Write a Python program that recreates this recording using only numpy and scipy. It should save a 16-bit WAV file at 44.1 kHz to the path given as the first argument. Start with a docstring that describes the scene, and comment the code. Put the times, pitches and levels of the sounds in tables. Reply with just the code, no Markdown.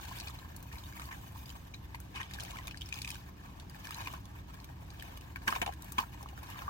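"""Water trickles and sprays from the mesh of a wet net, over the rumble of a far engine and the wash of a river.
The net is gathered by hand at the side of a wooden boat, and every pull wrings out a gush of tiny ringing drops.
Single drops patter down as noise bursts with a ring; trapped air rings as gliding sines.
Twice the water splashes up loudly: slaps of coloured noise with a cavity resonance, spray and falling droplets."""
import sys
import numpy as np
from scipy import signal
from scipy.fft import rfft, irfft
from scipy.io import wavfile

SR = 44100
rng = np.random.default_rng(int(sys.argv[2]) if len(sys.argv) > 2 else 0)


def master(y):
    """Save y as 16-bit WAV."""
    cut = np.clip(np.atleast_2d(y).T, -1, 1)
    pcm = np.round(cut * 32767)  # scale
    wavfile.write(sys.argv[1], SR, pcm.astype(np.int16))


N = 295029
TIME = np.arange(N) / SR  # s
FREQS = np.maximum(np.fft.rfftfreq(N, 1 / SR), 1)  # Hz


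def from_db(db):
    """Amplitude ratio: 20 dB is a factor of ten in pressure."""
    return 10 ** (np.asarray(db) / 20)


def rms_one(x):
    """Power normalisation: scale to unit rms."""
    return x / np.sqrt(np.mean(x ** 2) + 1e-20)


def at_hz(points, hz):
    """Logarithmic pitch scale: interpolate a table between its frequencies."""
    table_hz, value = np.transpose(points)
    return np.interp(np.log(hz), np.log(table_hz), value)


def drift(rate_hz):
    """Low-passed chance: a slow random curve of unit rms."""
    knots = rng.standard_normal(int(N / SR * 400))
    low_pass = signal.butter(2, min(rate_hz, 90), fs=200, output="sos")
    slow = signal.sosfilt(low_pass, knots)[len(knots) // 2:]  # the settled half, 200 knots per second
    return np.interp(TIME, np.linspace(0, N / SR, len(slow)), rms_one(slow))


def noise(spectrum):
    """Spectral shaping: white noise weighted to a given colour, rms 1."""
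    white = rfft(rng.standard_normal(N))
    return rms_one(irfft(white * from_db(at_hz(spectrum, FREQS)), N))


def resonate(x, hz, q):
    """Damped resonance: two poles whose radius sets the bandwidth hz / q, near unit gain on top."""
    radius = np.exp(-np.pi * hz / q / SR)
    zeros = np.array([1, 0, -1]) * (1 - radius * radius) / 2
    poles = [1, -2 * radius * np.cos(2 * np.pi * hz / SR), radius * radius]
    return signal.lfilter(zeros, poles, x + 1e-18)


def high_pass(x, hz):
    """High-pass filtering: second-order removal of what lies below a corner."""
    return signal.sosfilt(signal.butter(2, hz, "high", fs=SR, output="sos"), x)


def add(out, start_s, sound):
    """Superposition: mix a short sound in at a time."""
    i = int(np.clip(start_s * SR, 0, N - 1))
    out[i:i + len(sound)] += sound[:N - i]


def burst(t, swell_s, decay_s):
    """Attack and exponential decay: an envelope that climbs to 1 and dies away."""
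    return np.minimum(t / swell_s, 1) * np.exp(-np.maximum(t - swell_s, 0) / decay_s)


def rush(shape):
    """Whitening: a noise burst under an envelope, evened over all frequencies; rms 1."""
    spectrum = rfft(rng.standard_normal(len(shape)) * shape)
    flat = irfft(spectrum / (np.abs(spectrum) + 1e-12), len(shape))
    return rms_one(flat * np.sqrt(shape))


def colour(spectrum):
    """Minimum phase: a causal response of given levels rings only after what excites it."""
    cepstrum = irfft(np.log(from_db(at_hz(spectrum, FREQS))), N)
    cepstrum[1:N // 2 + 1] *= 2  # fold negative time onto positive
    cepstrum[N // 2 + 1:] = 0
    return np.exp(rfft(cepstrum))


# each pull on the net wrings out a gush of water
# columns: crest_s, swell_s, ebb_s, trickle_db, fizz_db, spray_db
GUSHES = [(0.13, 0.34, 0.28, -53.5, -56, -58.5), (0.96, 0.35, 0.32, -57.5, -61, -59.5),
          (1.4, 0.21, 0.31, -62.5, -63.5, -61.5), (2.52, 0.26, 0.21, -54, -55.5, -62.5),
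          (3.1, 0.3, 0.12, -58, -54.5, -59), (4.0, 0.21, 0.15, -50.5, -53, -58),
          (5.029, 0.121, 0.22, -55.5, -60, -65), (5.52, 0.066, 0.1, -44.5, -53, -52),
          (5.92, 0.16, 0.24, -56, -61.5, -61.5), (6.583, 0.21, 0.11, -49, -57, -59)]
# the mesh keeps draining between pulls: trickle_db, fizz_db, spray_db
SEEP_LEVELS_DB = (-60.5, -68.5, -69)


def flow():
    """Addition of powers: a steady seep plus a gush for each pull, as dB of trickle, fizz and spray."""
    power = from_db(SEEP_LEVELS_DB)[:, None] ** 2
    for crest_s, swell_s, ebb_s, *levels_db in GUSHES:
        width_s = np.where(TIME < crest_s, swell_s, ebb_s)
        gush = np.exp(-((TIME - crest_s) / width_s) ** 2)
        power = power + np.outer(from_db(levels_db), gush) ** 2
    return 10 * np.log10(power)


# colour of the running water within each register
# columns: pitch_hz, level_db (relative, per Hz)
TRICKLE_COLOUR = [(300, -22), (450, -32), (620, 9), (780, 3.5), (1050, 8.5), (1270, 3.5), (1480, -0.5),
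                  (1750, 8), (2100, -15.5), (2500, -3.5), (3000, -5), (5000, -16), (7000, -14),
                  (10000, -24.5), (15000, -10.5)]


def trickle(per_s=420, size_db=4.0, q=6.9, clump_db=2.5, own_db=3.0, smooth_hz=2000, count=36):
    """Random impulses on resonators: countless drops ring a few cycles, the high ones most numerous."""
    clumps, registers = drift(20.7), np.zeros((3, N))
    for hz in np.geomspace(380, 15500, count):
        born = rng.random(N) < per_s * (hz / 1000) ** .75 / SR  # per_s holds at 1 kHz
        sizes = np.zeros(N)
        drop_db = size_db * np.minimum(rng.exponential(1, born.sum()), 4)
        sizes[born] = from_db(drop_db) * rng.choice([-1, 1], born.sum())
        patchy_db = own_db * min(1, smooth_hz / hz)  # the fine spray is the most even
        patches = from_db(clump_db * clumps + patchy_db * drift(4.9))
        rings = rms_one(resonate(sizes * patches, hz, q))
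        # trickle, fizz and spray part at 2000 and 6500 Hz; sqrt(hz) allows for the widening bands
        register = np.searchsorted([2000, 6500], hz)
        registers[register] += rings * np.sqrt(hz) * from_db(at_hz(TRICKLE_COLOUR, hz))
    return sum(rms_one(r) * from_db(level_db) for r, level_db in zip(registers, flow()))


# colour of the engine's rumble
# columns: pitch_hz, level_db (relative, per Hz)
RUMBLE_COLOUR = [(20, -23), (32, -23), (45, -4), (66, -2), (90, -1), (120, -6), (160, -10), (215, -17),
                 (290, -15), (420, -29.5), (700, -38), (1500, -65)]
# engine orders
# columns: pitch_hz, level_db (rms, before the throb)
ENGINE_ORDERS = [(66, -56), (127.5, -63), (186, -64)]


def engine(rumble_db=-49.5, side_db=-16, waver_rad=0.86, throb_db=2.0):
    """Periodic orders in broadband noise: a distant engine's dull rumble, nearly alike left and right."""
    side = from_db(side_db) * noise(RUMBLE_COLOUR) * np.array([[1], [-1]])
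    rumble = noise(RUMBLE_COLOUR) + side
    hum = np.zeros(N)
    for hz, level_db in ENGINE_ORDERS:
        level = from_db(level_db + throb_db * drift(5.3))
        phase = 2 * np.pi * hz * TIME + waver_rad * drift(2.6)
        hum += level * np.sqrt(2) * np.sin(phase)
    return from_db(rumble_db) * rumble + hum


# colour of the open water
# columns: pitch_hz, level_db (relative, per Hz)
RIVER_COLOUR = [(150, 2.5), (320, 13.5), (480, 2.5), (950, 6.5), (1400, -0.5), (1800, -2), (3000, -4),
                (6000, -11.5), (10000, -28), (15000, -34)]


def river(level_db=-61):
    """Incoherent field: independent noise left and right makes the soft, wide wash of open water."""
    return from_db(level_db) * np.array([noise(RIVER_COLOUR), noise(RIVER_COLOUR)])


SMALL_DROPS_PER_S = 22  # at the mean fizz level
SMALL_DROP_DB, SMALL_SMACK_DB, SMALL_SPATTER_DB = -60.5, -67, -65  # likewise
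SMALL_DROP_HZ, SMALL_DROP_OCTAVES, SMALL_DROP_SPREAD_DB = 2960, 0.6, 2.5  # median, spreads
DROP_SIZE_FOLLOWS = 0.54  # share of the flow's swing in dB


def small_drops():
    """Flow-driven Poisson process: lesser drops, more and heavier in a gush; rows as in LARGE_DROPS."""
    swing_db = flow()[1]
    swing_db = swing_db - swing_db.mean()
    born = np.flatnonzero(rng.random(N) < SMALL_DROPS_PER_S * from_db(swing_db) / SR)
    pitch, size, spatter = rng.standard_normal((N, 3))[born].T
    weight_db = DROP_SIZE_FOLLOWS * swing_db[born] + SMALL_DROP_SPREAD_DB * size
    hz = np.clip(SMALL_DROP_HZ * 2 ** (SMALL_DROP_OCTAVES * pitch), 900, 7000)
    spatter_db = SMALL_SPATTER_DB + weight_db + SMALL_DROP_SPREAD_DB * spatter
    return list(zip(born / SR, hz, SMALL_DROP_DB + weight_db, SMALL_SMACK_DB + weight_db, spatter_db))


# the largest drops; levels are rms at the crest of the envelope
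# columns: start_s, pitch_hz, ring_db, smack_db, spatter_db
LARGE_DROPS = [(.05, 4360, -44, -48, -55), (.054, 1620, -44, -52, -60), (.083, 2260, -49, -46, -58),
               (.089, 2780, -46, -48, -60), (0.107, 2910, -48, -51, -60), (.128, 1740, -54, -65, -60),
               (.185, 4710, -47, -43, -56), (0.1995, 4300, -38, -36.5, -51), (.209, 4150, -40, -50, -60),
               (.227, 2470, -48, -56, -62), (.272, 2390, -48, -41, -60), (0.282, 4100, -42, -42, -53),
               (.298, 1230, -50, -60, -46), (.304, 3660, -46, -57, -64), (0.388, 4050, -44, -63, -66),
               (.563, 4260, -52, -57, -38.5), (0.604, 4000, -65, -72, -57), (.626, 3970, -60, -61, -44.5),
               (.727, 2590, -41, -55, -62), (.755, 2140, -45, -51, -64), (.783, 4000, -44, -48, -62),
               (.837, 3640, -44.5, -58, -64), (.858, 3690, -53, -59, -64), (.873, 1740, -56, -69, -66),
               (.925, 1610, -42.5, -54, -62), (.933, 2170, -49, -62, -62), (.969, 1730, -45, -64, -64),
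               (.975, 2160, -45, -60, -64), (0.996, 1230, -38.5, -43.5, -58), (1.018, 1970, -42, -48, -54),
               (1.054, 4670, -49, -56, -45), (1.088, 1680, -43, -59, -62), (1.125, 1990, -41, -54, -60),
               (1.457, 4860, -47, -46, -55), (1.492, 5120, -59, -43.5, -59), (1.502, 3080, -44, -46, -57),
               (1.739, 2420, -42.5, -53, -66), (1.743, 3924, -38.5, -71, -67),
               (1.946, 1970, -37.5, -50, -52), (1.952, 2390, -46, -54, -48), (2.001, 1450, -50, -66, -40.5),
               (2.157, 3030, -38.5, -53, -56), (2.164, 1790, -44, -59, -62), (2.213, 1844, -32, -58, -60),
               (2.23, 3120, -38, -58, -60), (2.31, 1930, -44, -48, -62), (2.336, 3590, -43, -38.5, -49),
               (2.343, 3590, -48, -44, -46), (2.36, 1725, -45, -61, -62), (2.386, 1650, -36, -60, -52),
               (2.398, 3280, -37, -44, -58), (2.404, 4110, -35, -36.5, -52), (2.434, 2754, -52, -45, -39),
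               (2.449, 2510, -43, -43.5, -57), (2.481, 1940, -43, -59, -62), (2.507, 3010, -55, -42.5, -50),
               (2.558, 1320, -36, -54, -62), (2.569, 2170, -37, -61, -64), (2.586, 1930, -38, -62, -62),
               (2.63, 2670, -58, -72, -66), (2.671, 3650, -42, -41, -39), (2.679, 2460, -35, -41, -41),
               (2.71, 2520, -37, -47, -64), (2.722, 2970, -48, -62, -64), (2.744, 1670, -38.5, -60, -68),
               (2.772, 4480, -40.5, -42.5, -52), (2.81, 3100, -36, -52, -56),
               (2.817, 3170, -31.5, -54, -56), (2.858, 5280, -44, -52, -58), (2.888, 2460, -50, -41.5, -60),
               (2.925, 2486, -31.5, -39, -49), (2.94, 3480, -40, -38, -49), (2.956, 2550, -41, -44, -56),
               (2.974, 2490, -45, -46, -62), (2.987, 2550, -39, -44, -48), (3.017, 4200, -45, -32, -41),
               (3.029, 3620, -45, -50, -58), (3.046, 2500, -32.5, -40, -45), (3.075, 2560, -32.5, -37, -44),
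               (3.089, 2480, -47, -38, -45), (3.103, 2510, -36, -36, -37), (3.115, 3100, -35, -40, -54),
               (3.144, 2520, -52, -42, -57), (3.154, 1460, -41, -45, -60), (3.598, 3480, -50, -43, -60),
               (3.696, 4900, -52, -52, -50), (3.845, 3040, -43, -52, -58), (3.852, 2450, -45, -45, -46),
               (3.87, 1640, -36.5, -40, -42), (3.89, 2386, -46, -47, -53), (3.907, 1280, -35, -42, -39),
               (3.917, 1370, -47, -57, -60), (3.922, 2750, -40, -56, -60), (3.944, 4040, -37.5, -42.5, -54),
               (3.967, 1700, -53, -63, -45), (4.012, 1700, -47, -60, -52), (4.037, 4900, -56, -58, -56),
               (4.059, 2460, -39, -48, -58), (4.126, 2400, -55, -54, -45), (4.254, 3450, -54, -53, -52),
               (4.541, 4700, -65, -54, -49), (4.6, 4200, -50, -54, -63), (4.643, 2340, -53, -46.5, -45),
               (4.689, 1690, -48, -68, -69), (4.903, 4800, -54, -48, -61), (4.997, 3200, -43, -46, -60),
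               (5.008, 3060, -44, -58, -62), (5.023, 1780, -38.5, -45, -42), (5.173, 2930, -43.5, -52, -44),
               (5.209, 2890, -52, -54, -48), (5.359, 2246, -37, -49, -45), (5.724, 1630, -43, -50, -62),
               (5.736, 5530, -51, -46, -52), (5.821, 3790, -51, -52, -40), (5.844, 3700, -64, -65, -44),
               (5.92, 1220, -44, -50, -32.5), (6.227, 4070, -56, -47.5, -46), (6.287, 2860, -46, -50, -55),
               (6.376, 1370, -42, -53, -55), (6.43, 1156, -62, -60, -45), (6.469, 3800, -50, -56, -60),
               (6.501, 1090, -44, -57, -43), (6.59, 2680, -43, -59, -58), (6.62, 1230, -38, -54, -58)]


def drops(swell_s=.001, decay_s=0.0014, tail_db=-18, tail_s=0.024, ring_tail_db=-24, stretch_per_s=1.36,
          rough=0.7, smack_hz=3300, smack_q=1.0, spatter_hz=7000):
    """Impact excitation: a drop smacks on wet mesh or water, rings briefly and throws off fine spatter."""
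    out, t = np.zeros(N), TIME[:SR // 16]
    since = t - 5 * swell_s  # s from the crest
    hit = np.exp(-np.abs(since) / np.where(since < 0, swell_s, decay_s))
    tail = (since > 0) * np.exp(-np.abs(since) / tail_s)
    shape = np.maximum(hit, from_db(tail_db) * tail)
    ring_shape = np.maximum(hit, from_db(ring_tail_db) * tail)
    strength = np.sqrt(np.mean(shape ** 2))
    for start_s, hz, ring_db, smack_db, spatter_db in LARGE_DROPS + small_drops():
        # each ring rises in pitch at a rate of its own
        phase = 2 * np.pi * hz * t * (1 + stretch_per_s * rng.random() * t)
        tone = rms_one(np.sin(phase) * ring_shape)
        ring = rms_one(tone + rough * rms_one(resonate(rush(shape), hz, 3.0)))
        smack = rms_one(resonate(rush(shape), smack_hz, smack_q))
        spatter = rms_one(high_pass(rush(shape), spatter_hz))
        drop = from_db(ring_db) * ring + from_db(smack_db) * smack + from_db(spatter_db) * spatter
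        add(out, start_s + since[0] + swell_s, strength * drop)  # crest one swell after start_s
    return out


PLOPS_PER_S = 22  # at the mean trickle level
PLOP_DB, PLOP_SPREAD_DB = -4, 6  # peak re the trickle
PLOP_HZ, PLOP_OCTAVES = 1180, 0.69
PLOP_CYCLES, PLOP_GLIDE = 9.1, 0.11  # cycles in the 60 dB decay, scale of the random glide


def small_bubbles():
    """Flow-driven Poisson process: little plops, more often in a gush; rows as in AIR_POCKETS."""
    trickle_db = flow()[0]
    swing = from_db(trickle_db - trickle_db.mean())
    born = np.flatnonzero(rng.random(N) < PLOPS_PER_S * swing / SR)
    pitch, size, glide = rng.uniform(-1.07, 1, (N, 3))[born].T
    hz = PLOP_HZ * 2 ** (PLOP_OCTAVES * pitch)
    peak_db = trickle_db[born] + PLOP_DB + PLOP_SPREAD_DB * size
    return list(zip(born / SR, hz, peak_db, PLOP_CYCLES / hz, PLOP_GLIDE * (glide + .5)))


# air pockets ringing in the water
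# columns: start_s, pitch_hz, peak_db, t60_s, glide (share of the pitch gained in one t60)
AIR_POCKETS = [(0.112, 1023, -38, 0.04, 0.05), (.222, 860, -53, 0.025, .1), (.314, 1000, -49, .025, .1),
               (.418, 1090, -54, 0.019, .1), (0.715, 1800, -42, 0.021, 0.17),
               (1.088, 1070, -41, 0.03, -0.08), (1.358, 950, -42.5, 0.027, 0.39),
               (1.552, 713, -46, 0.035, 0.15), (1.945, 960, -36.5, 0.024, 0.026),
               (2.2, 1093, -37, 0.031, 0.14), (2.533, 1003, -38, 0.022, 0.16),
               (2.585, 1033, -40.5, 0.052, 0.046), (2.677, 1200, -33, 0.013, .1),
               (3.978, 1640, -39, .03, 0.031), (3.983, 1000, -37, 0.028, 0.076),
               (4.004, 1100, -42, 0.027, .1), (4.1, 1130, -45, 0.022, 0.16), (4.149, 1140, -41, 0.019, .1),
               (4.071, 1016, -35.5, 0.049, -0.12), (4.137, 1105, -32, 0.03, 0.056),
               (5.367, 1496, -40, 0.038, 0.0038), (5.4805, 962, -23, 0.02, -0.043),
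               (5.4875, 1080, -31, 0.022, -0.083), (5.496, 1010, -35, .02, 0.014),
               (5.5075, 1200, -36, .015, .05), (5.5246, 1190, -20.5, .011, .05),
               (5.5615, 1080, -24.5, 0.013, .1), (5.565, 728, -30, 0.029, 0.1),
               (5.6178, 1020, -24, .013, 0.12), (5.623, 683, -25.5, 0.031, 0.18),
               (5.6345, 870, -35, .018, .1), (5.665, 780, -29.5, 0.026, 0.14),
               (5.6775, 756, -25.5, 0.017, 0.1), (5.6905, 770, -27, 0.022, -0.076),
               (5.981, 1000, -26, 0.011, .05), (5.9872, 1120, -16, 0.017, 0.13),
               (5.998, 930, -31.5, 0.028, 0.073), (6.004, 1040, -35, 0.058, .1),
               (6.028, 964, -33, 0.034, 0.19), (6.036, 1410, -36, 0.023, .1),
               (6.208, 940, -37, 0.0096, 0.22), (6.23, 760, -39.5, .025, 0.046),
               (6.259, 1010, -33, 0.0076, 0.25), (6.33, 775, -40.5, 0.033, 0.012),
               (6.46, 1090, -45, 0.026, 0.12), (6.558, 1080, -37.5, .02, 0.074),
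               (6.679, 1135, -28, 0.045, 0.17)]


def bubbles(pinch_s=0.00099):
    """Bubble resonance: pinched-off air rings, gliding as it nears the surface or is dragged down."""
    out, t = np.zeros(N), TIME[:SR // 10]
    for start_s, hz, peak_db, t60_s, glide in AIR_POCKETS + small_bubbles():
        phase = 2 * np.pi * hz * (t + glide * t * t / (2 * t60_s))
        envelope = burst(t, pinch_s, t60_s / np.log(1000))
        add(out, start_s, np.sin(phase) * from_db(peak_db) * envelope)
    return out


# thrown water falls back as droplets after every slap; level re the slap
FALLBACK_DB, FALLBACK_S, FALLBACK_PER_S = -13.5, 0.017, 600
# colour of the slap
# columns: pitch_hz, level_db (relative, per Hz)
SLAP_COLOUR = [(120, -8), (240, -1), (420, -9), (600, -11), (800, -3), (1000, 4.5), (1200, 4), (1450, -1.5),
               (1750, -0.5), (2100, -5.5), (2450, -4.5), (2900, -3.5), (4200, -19), (6500, -17),
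               (10000, -30), (16000, -27)]
# slaps and sloshes of the water; cavity and spray re the slap, spray before its filter
# columns: start_s, level_db, swell_s, decay_s, cavity_hz, cavity_db, spray_db
SLAPS = [(.717, -54.5, 0.0035, 0.078, 1950, -3, -6), (1.106, -47, 0.006, 0.035, 1720, -2.5, -16),
         (2.136, -45, 0.022, 0.068, 2540, -0.5, -22), (2.195, -43, 0.011, 0.016, 1870, 0, -18),
         (4.07, -37.5, 0.003, 0.0015, 2410, 6.5, -13), (4.135, -42, 0.0016, 0.0056, 1100, 2.5, -11),
         (5.356, -41.5, 0.0037, 0.0033, 1560, 2, -14), (5.472, -26, 0.0072, 0.0072, 1700, -0.5, -11),
         (5.5, -40, 0.0035, 0.012, 4830, -6, -3), (5.523, -34.5, 0.0018, 0.0026, 1750, -3, -18),
         (5.5505, -40.5, 0.003, 0.0045, 2600, 4.5, -14), (5.558, -38, 0.0026, 0.0063, 2370, 0, -16),
         (5.6151, -26.5, 0.0021, 0.0043, 2480, -4, -9.5), (5.624, -36.5, 0.0042, 0.0054, 1790, -3, -19),
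         (5.661, -35, 0.0015, 0.0038, 2880, 3, -10), (5.673, -41, 0.0024, 0.01, 3000, -6, -11),
         (5.689, -46, 0.0025, 0.0053, 1650, -11, -22), (5.98, -28, 0.0026, 0.0065, 3040, -2, -13),
         (5.997, -40.5, .003, 0.019, 4600, -6, -3)]


def splashes(q=5.1, spray_hz=6000):
    """Cavity resonance: a slap opens a ringing cavity, spray flies from its rim, and droplets fall back."""
    out, slaps, t = np.zeros(N), np.zeros(N), TIME[:SR // 6]
    for start_s, level_db, swell_s, decay_s, hz, cavity_db, spray_db in SLAPS:
        shape = burst(t, swell_s, decay_s)
        droplets = rms_one(rng.choice([-1, 1], len(t)) * (rng.random(len(t)) < FALLBACK_PER_S / SR))
        falling = burst(t, swell_s + FALLBACK_S / 2, FALLBACK_S)
        fallback = from_db(level_db + FALLBACK_DB) * droplets * falling
        strength = from_db(level_db) * np.sqrt(np.mean(shape ** 2))
        cavity = from_db(cavity_db) * strength * rms_one(resonate(rush(shape), hz, q))
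        white = rng.standard_normal(len(t))
        flying = strength * rms_one(white * np.abs(white) * shape)  # the product makes it spiky
        spray = from_db(spray_db) * high_pass(flying + fallback, spray_hz)
        add(slaps, start_s, strength * rush(shape) + fallback)
        add(out, start_s, cavity + spray)
    body = colour(SLAP_COLOUR)
    body = body / np.sqrt(np.mean(np.abs(body) ** 2))
    return out + irfft(rfft(slaps) * body, N)


def hull(x, echo_s=0.0086, echo_db=-10):
    """Specular reflection: the planks inside the boat throw the water sound back once."""
    return x + from_db(echo_db) * np.interp(TIME - echo_s, TIME, x, left=0)


# left-right tilt of the water sound; the left channel takes +0.45 of it, the right -0.15
# columns: pitch_hz, tilt_db
CHANNEL_TILT = [(300, -1), (450, -20.5), (620, 9.5), (850, 2.5), (1150, 1), (1450, -7.5), (1800, 2),
                (2500, 7.5), (3200, -5), (5000, 2.5), (12000, 3)]
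# share of the water's power that comes scattered off hull and ripples
# columns: pitch_hz, share (0-1)
SCATTERED_SHARE = [(200, 0.05), (500, 0.05), (1000, 0.2), (3000, 0.14), (5000, 0.87), (8000, 1), (12000, 1)]


def widen(x, late_s=0.0014465, late_turn_rad=2.13, early_s=0.00008, early_turn_rad=1.61, early_db=-7,
          wide_hz=430, scatter_s=0.003):
    """Stereo widening: above the bass the right channel gets two delayed, phase-turned copies, part diffused."""
    t = TIME[:SR // 20]
    share = np.clip(at_hz(SCATTERED_SHARE, FREQS), 0, 1)
    early = from_db(early_db) * np.exp(-1j * (2 * np.pi * FREQS * early_s + early_turn_rad))
    late = np.exp(-1j * (2 * np.pi * FREQS * late_s - late_turn_rad))
    right = np.where(FREQS > wide_hz, (early + late) / np.hypot(1, from_db(early_db)), 1)
    channels = []
    for tilt, copies in ((0.9, 1), (-0.3, right)):
        # the ripples move, so the scattered paths trade strength while their summed power holds
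        echoes = rng.standard_normal(size=(8, len(t))) * np.exp(-t / scatter_s)
        weights = np.array([drift(51.6) for _ in echoes])
        weights /= np.linalg.norm(weights, axis=0)
        scattered = np.zeros(N)
        for weight, echo in zip(weights, echoes):
            scattered += weight * signal.oaconvolve(x, echo / np.linalg.norm(echo))[:N]
        both = np.sqrt(1 - share) * copies * rfft(x) + np.sqrt(share) * rfft(scattered)
        channels.append(irfft(both * from_db(tilt * at_hz(CHANNEL_TILT, FREQS) / 2), N))
    return np.array(channels)


def scene():
    """Superposition of sources: water close by, engine and river far off."""
    water = trickle() + drops() + bubbles() + splashes()
    return widen(hull(water)) + engine() + river()


def record(dry, cutoff_hz=15950):
    """Band limiting: an elliptic low-pass cuts the top steeply."""
    return signal.sosfilt(signal.ellip(10, .2, 70, cutoff_hz, fs=SR, output="sos"), dry)


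dry = scene()
out = record(dry)
master(out)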